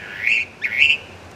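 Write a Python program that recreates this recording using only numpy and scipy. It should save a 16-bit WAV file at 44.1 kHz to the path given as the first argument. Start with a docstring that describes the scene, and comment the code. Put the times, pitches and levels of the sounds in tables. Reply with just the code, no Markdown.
"""Outdoors by a palm: a steady rush and a low rumble, with a perched bird straight ahead of the microphone.
It gives a harsh rising call, a whistle that flutters over a hundred times a second, roughened by a
lower voice and a pulsing rasp. A second call opens with a short clear chirp and climbs as the rumble
swells. Nearby fronds and the surroundings answer each call faintly; two faint dry ticks come last."""
import sys
import numpy as np
from scipy import signal
from scipy.fft import rfft, irfft, next_fast_len
from scipy.io import wavfile
from scipy.ndimage import uniform_filter1d, map_coordinates

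SR = 44100
rng = np.random.default_rng(int(sys.argv[2]) if len(sys.argv) > 2 else 0)


def wav_out(sig):
    """Save sig, one row per channel (or a flat mono array), as 16-bit PCM at SR to the path in sys.argv[1]."""
    wavfile.write(sys.argv[1], SR, np.round(np.clip(np.atleast_2d(sig).T, -1, 1) * 32767).astype(np.int16))


N = 59535
REFERENCE_DB = -25  # voice level at moderate effort
HARSH_HZ = 2330  # pitch above which the loud rasp and the lower voice set in


def amp(db):
    """Decibels to gain."""
    return 10 ** (np.asarray(db) / 20)


def unit(x):
    """Scale to rms 1."""
    return x / np.sqrt(np.mean(x ** 2) + 1e-20)


def along(points, hz):
    """Read (frequency [Hz], value) points on a log frequency axis."""
    knots_hz, values = np.transpose(points)
    return np.interp(np.log(hz + 1), np.log(knots_hz + 1), values)


def curves(rows):
    """One value per sample for each column after the time."""
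    times, *columns = np.transpose(rows)
    return [np.interp(np.arange(N) / SR, times, column) for column in columns]


def wobble(knots_per_s):
    """A smooth random curve."""
    return map_coordinates(rng.standard_normal(4096), [np.arange(N) * knots_per_s / SR], mode="mirror")


def filtered(x, response):
    """Apply a response given as a function of frequency."""
    size = next_fast_len(N + SR // 2)
    return irfft(rfft(x, size) * response(np.fft.rfftfreq(size, 1 / SR)), size)[..., :N]


def noise(spectrum):
    """Coloured noise of rms 1."""
    return unit(filtered(rng.standard_normal(N), lambda hz: amp(along(spectrum, hz))))


def above(pitch, edge_hz, width_hz=90):
    """Rises from 0 to 1 as the pitch passes an edge."""
    return .5 + .5 * np.tanh((pitch - edge_hz) / width_hz)


def background(rumble_hz=93, half_width_hz=17):
    """The bed of the place: a steady outdoor rush and a narrow rumble that swells in the second call."""
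    # Colour of the rush, and its stereo width: (frequency [Hz], relative level [dB])
    air_colour = [(15, -65), (25, -29.5), (53, -13.5), (97, -11), (175, -8.5), (240, -6.5), (313, -13),
                  (378, -7), (420, -8.5), (885, -13.5), (1320, -18.5), (1550, -16), (2020, -21),
                  (2570, -19), (2930, -25), (6180, -31.5), (14500, -50.5)]
    air_side = [(30, -9), (500, -19.5), (1200, -21.5), (6000, -61.5)]
    # Course of the rush and of the rumble: (time [s], level [dB])
    air_level = [(0, -40.5), (.55, -43.5), (.95, -40.5), (1.35, -41.5)]
    rumble_level = [(0, -51), (.82, -50.5), (.85, -38), (.91, -45), (.99, -52.5), (1.12, -46), (1.35, -49)]
    air_gain = amp(curves(air_level)[0])
    rumble = filtered(rng.standard_normal(N), lambda hz: 1 / (1 + ((hz - rumble_hz) / half_width_hz) ** 4))
    mid = air_gain * noise(air_colour) + amp(curves(rumble_level)[0]) * unit(rumble)
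    side = air_gain * filtered(noise(air_colour), lambda hz: amp(along(air_side, hz)))
    return np.array([mid + side, mid - side])


def ticks(width_s=.004):
    """Faint dry ticks in the centre, perhaps from the leaves."""
    # Peak of each tick: (time [s], level [dB])
    peaks = [(1.251, -55.5), (1.315, -47.5)]
    # Their bright colour: (frequency [Hz], relative level [dB])
    colour = [(1500, -24), (4000, -13), (7000, 0.5), (10000, -17), (14000, -17)]
    t = np.arange(N) / SR
    return noise(colour) * sum(amp(db) * np.exp(-((t - at) / width_s) ** 2) for at, db in peaks)


def surroundings(x, level_db=-19.5, side_db=-18):
    """The place returns a faint diffuse tail, almost centred."""
    # Decay of the tail: (frequency [Hz], time to fall 60 dB [s])
    t60 = [(500, 0.26), (2500, 0.74), (10000, 0.44)]
    hz, t, spectra = signal.stft(rng.standard_normal((2, SR)), SR, nperseg=256)
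    decay = amp(-60 * t / along(t60, hz)[:, None])
    tail = signal.istft(spectra * decay, SR, nperseg=256)[1]
    mid, side = signal.fftconvolve(x[None], tail / np.linalg.norm(tail[0]), axes=1)[:, :N]
    side = amp(side_db) * side
    return amp(level_db) * np.array([mid + side, mid - side])


def fronds(x, side_db=-27):
    """Stiff leaves close to the perch give a few quick reflections, a little right of centre."""
    # Reflections off the leaves: (delay [s], gain [ratio])
    paths = [(.0023, 0.07), (.0041, 0.46), (.0068, 0.09)]
    echo = filtered(x, lambda hz: sum(gain * np.exp(-2j * np.pi * hz * delay) for delay, gain in paths))
    return echo * (1 + amp(side_db) * np.array([[-1], [1]]))


def rasp(pitch, effort_db):
    """Air noise in the throat: it grows with effort and changes colour near the top of the climb."""
    # Soft rasp low in the call, thin hiss midway, loud rasp on top: (frequency [Hz], relative level [dB])
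    soft_colour = [(900, -33), (1200, -21.5), (1450, 4), (1900, 1.5), (2300, 5), (2800, 1.5), (3200, -8.5),
                   (3800, -35.5), (5500, -48.5), (7000, -40), (9000, -46.5)]
    sizzle_colour = [(2500, -20), (3200, 14), (3900, 2), (4500, 4.5), (5700, 1.5), (7000, -20),
                     (9000, -29.5), (10200, -8), (11800, -23.5), (13600, -4), (14600, -5)]
    loud_colour = [(1500, -35), (2100, -1), (2700, 12), (3200, 2), (3700, -43.5), (4500, -17), (5400, -4.5),
                   (6100, -28.5), (7100, -12), (8500, -19.5), (9300, -44), (10400, -27), (11800, -52),
                   (13500, -33.5), (14600, -41)]
    soft = amp(-36 + .083 * effort_db) * noise(soft_colour)
    sizzle = amp(-45.5 + .89 * effort_db) * noise(sizzle_colour)
    loud = amp(-38 + .84 * effort_db) * noise(loud_colour)
    harsh = above(pitch, HARSH_HZ)
    return (1 - above(pitch, edge_hz=2230)) * soft + (1 - harsh) * sizzle + harsh * loud


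def harmonics(phase, levels_db):
    """Overtones of a voice from the second harmonic up, coloured by the throat."""
    # Response of the throat: (frequency [Hz], gain [dB])
    throat = [(3000, 11), (3700, 8.5), (4500, -1), (5400, -1), (6100, 1), (7000, 0), (8000, -11),
              (9500, -4.5), (11000, 12)]
    stack = sum(amp(db) * np.sin(order * phase) for order, db in enumerate(levels_db, 2))
    return filtered(stack, lambda hz: amp(along(throat, hz)))


def lower_voice(pitch, level_db, swing, pulse):
    """A buzz just under the whistle that beats against it, probably the other side of the syrinx."""
    # Harmonics 2 to 4 ahead of the throat: (relative level [dB])
    overtones_db = [-18, -22.5, -41.5]
    pitch_ratio = .9 + .041 * swing + .013 * wobble(450)
    phase = 2 * np.pi * np.cumsum(pitch * pitch_ratio) / SR
    fundamental = amp(level_db - 7) * np.sqrt(pulse) * np.sin(phase)
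    overtone_gain = amp(REFERENCE_DB + .27 * (level_db - REFERENCE_DB))
    overtone_pulse = unit(amp(-5.5 * swing))  # strongest at the bottom of each pitch swing
    return fundamental + overtone_gain * overtone_pulse * harmonics(phase, overtones_db)


def whistle(pitch, depth, swing, swing_share=.11, jitter_share=.02):
    """The main voice: a tone whose pitch swings with each flutter, with overtones in the clear chirp."""
    # Harmonics 2 to 4 of the chirp ahead of the throat: (relative level [dB])
    chirp_db = [-16.5, -20, -36]
    bend = swing_share * (swing - .5) + jitter_share * wobble(700)
    phase = 2 * np.pi * np.cumsum(pitch * (1 + depth * bend)) / SR
    clear = np.clip(1 - 3 * depth, 0, 1)
    return np.sin(phase) + clear * harmonics(phase, chirp_db)


def call(rows, pulse_db=9.5, pulse_jitter_db=2.17, rasp_pulse_db=3.5, rate_jitter=.0525):
    """One call: a single flutter drives the whistle, the rasp and, high in the climb, the lower voice."""
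    pitch, level_db, rate, depth = curves(rows)
    t = np.arange(N) / SR
    sounding = uniform_filter1d(1. * ((t >= rows[0][0]) & (t <= rows[-1][0])), size=300)
    flutter = 2 * np.pi * np.cumsum(rate * (1 + rate_jitter * wobble(70.49))) / SR
    swing = np.cos(flutter + .87)  # the pitch swings ahead of the loudness
    pulse = amp(depth * pulse_db * np.cos(flutter))
    pulse /= np.sqrt(uniform_filter1d(pulse ** 2, size=1100))  # same power at any flutter depth
    tone = whistle(pitch, depth, swing)
    pulse *= amp(pulse_jitter_db * depth * wobble(200))
    voice = np.sqrt(2) * amp(level_db - 1.5) * pulse * tone
    buzz = above(pitch, HARSH_HZ) * lower_voice(pitch, level_db, swing, pulse)
    hiss = rasp(pitch, level_db - REFERENCE_DB) * unit(amp(rasp_pulse_db * np.cos(flutter)))
    return sounding * (voice + depth * (hiss + buzz))


def bird():
    """Two harsh rising calls from the palm; the second opens with a chirp before the flutter sets in."""
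    # Course of each call: (time [s], pitch [Hz], level [dB], flutter rate [Hz], flutter depth [0-1])
    first_call = [(0, 1810.0, -41, 100, 0.8), (0.08, 1550.0, -37, 100, 0.8), (0.16, 1740.0, -33, 100, 1),
                  (0.225, 2030.0, -26, 108, 0.8), (0.259, 2260.0, -23, 115, 0.8),
                  (0.273, 2250.0, -17, 117, 1), (0.29, 2400.0, -18, 115, 0.8), (0.318, 2600.0, -15, 108, 1),
                  (0.355, 2630.0, -17, 112, 1), (0.39, 2370.0, -21, 128, 0.7),
                  (0.42, 2600.0, -19, 120, 0.7), (0.436, 2360.0, -28, 120, 0.6),
                  (0.45, 2250, -60, 120, 0.6)]
    second_call = [(0.607, 1250, -55, 140, 0), (0.621, 1720.0, -33, 140, 0), (0.634, 1830.0, -29, 140, 0),
                   (0.6435, 2580.0, -19, 140, 0.45), (0.652, 2260.0, -17, 140, 0.7),
                   (0.664, 2040.0, -23, 140, 0.9), (0.68, 1720.0, -32, 120, 0.9),
                   (0.701, 1840.0, -35, 110, 0.9), (0.712, 2000.0, -27, 110, 0.9),
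                   (0.738, 2170.0, -23, 115, 0.8), (0.767, 2150.0, -23, 125, 0.8),
                   (0.8, 2340.0, -15, 140, 0.8), (0.83, 2680.0, -12, 140, 0.9),
                   (0.858, 2690.0, -14, 140, 0.9), (0.872, 2650.0, -17, 145, 0.7),
                   (0.891, 2660.0, -18, 148, 0.7), (0.901, 2640.0, -13, 153, 0.9),
                   (0.926, 2790.0, -14, 155, 0.7), (0.948, 2710.0, -24, 155, 0.4),
                   (0.968, 2650, -46, 155, 0.4)]
    return call(first_call) + call(second_call)


def scene():
    """The bird straight ahead of the microphone, with the place around it in stereo."""
    direct = bird()
    return direct + fronds(direct) + surroundings(direct) + background() + ticks()


def record(dry, top_hz=14650):
    """The camera keeps nothing above its band limit."""
    return filtered(dry, lambda hz: hz < top_hz)


dry = scene()
out = record(dry)
wav_out(out)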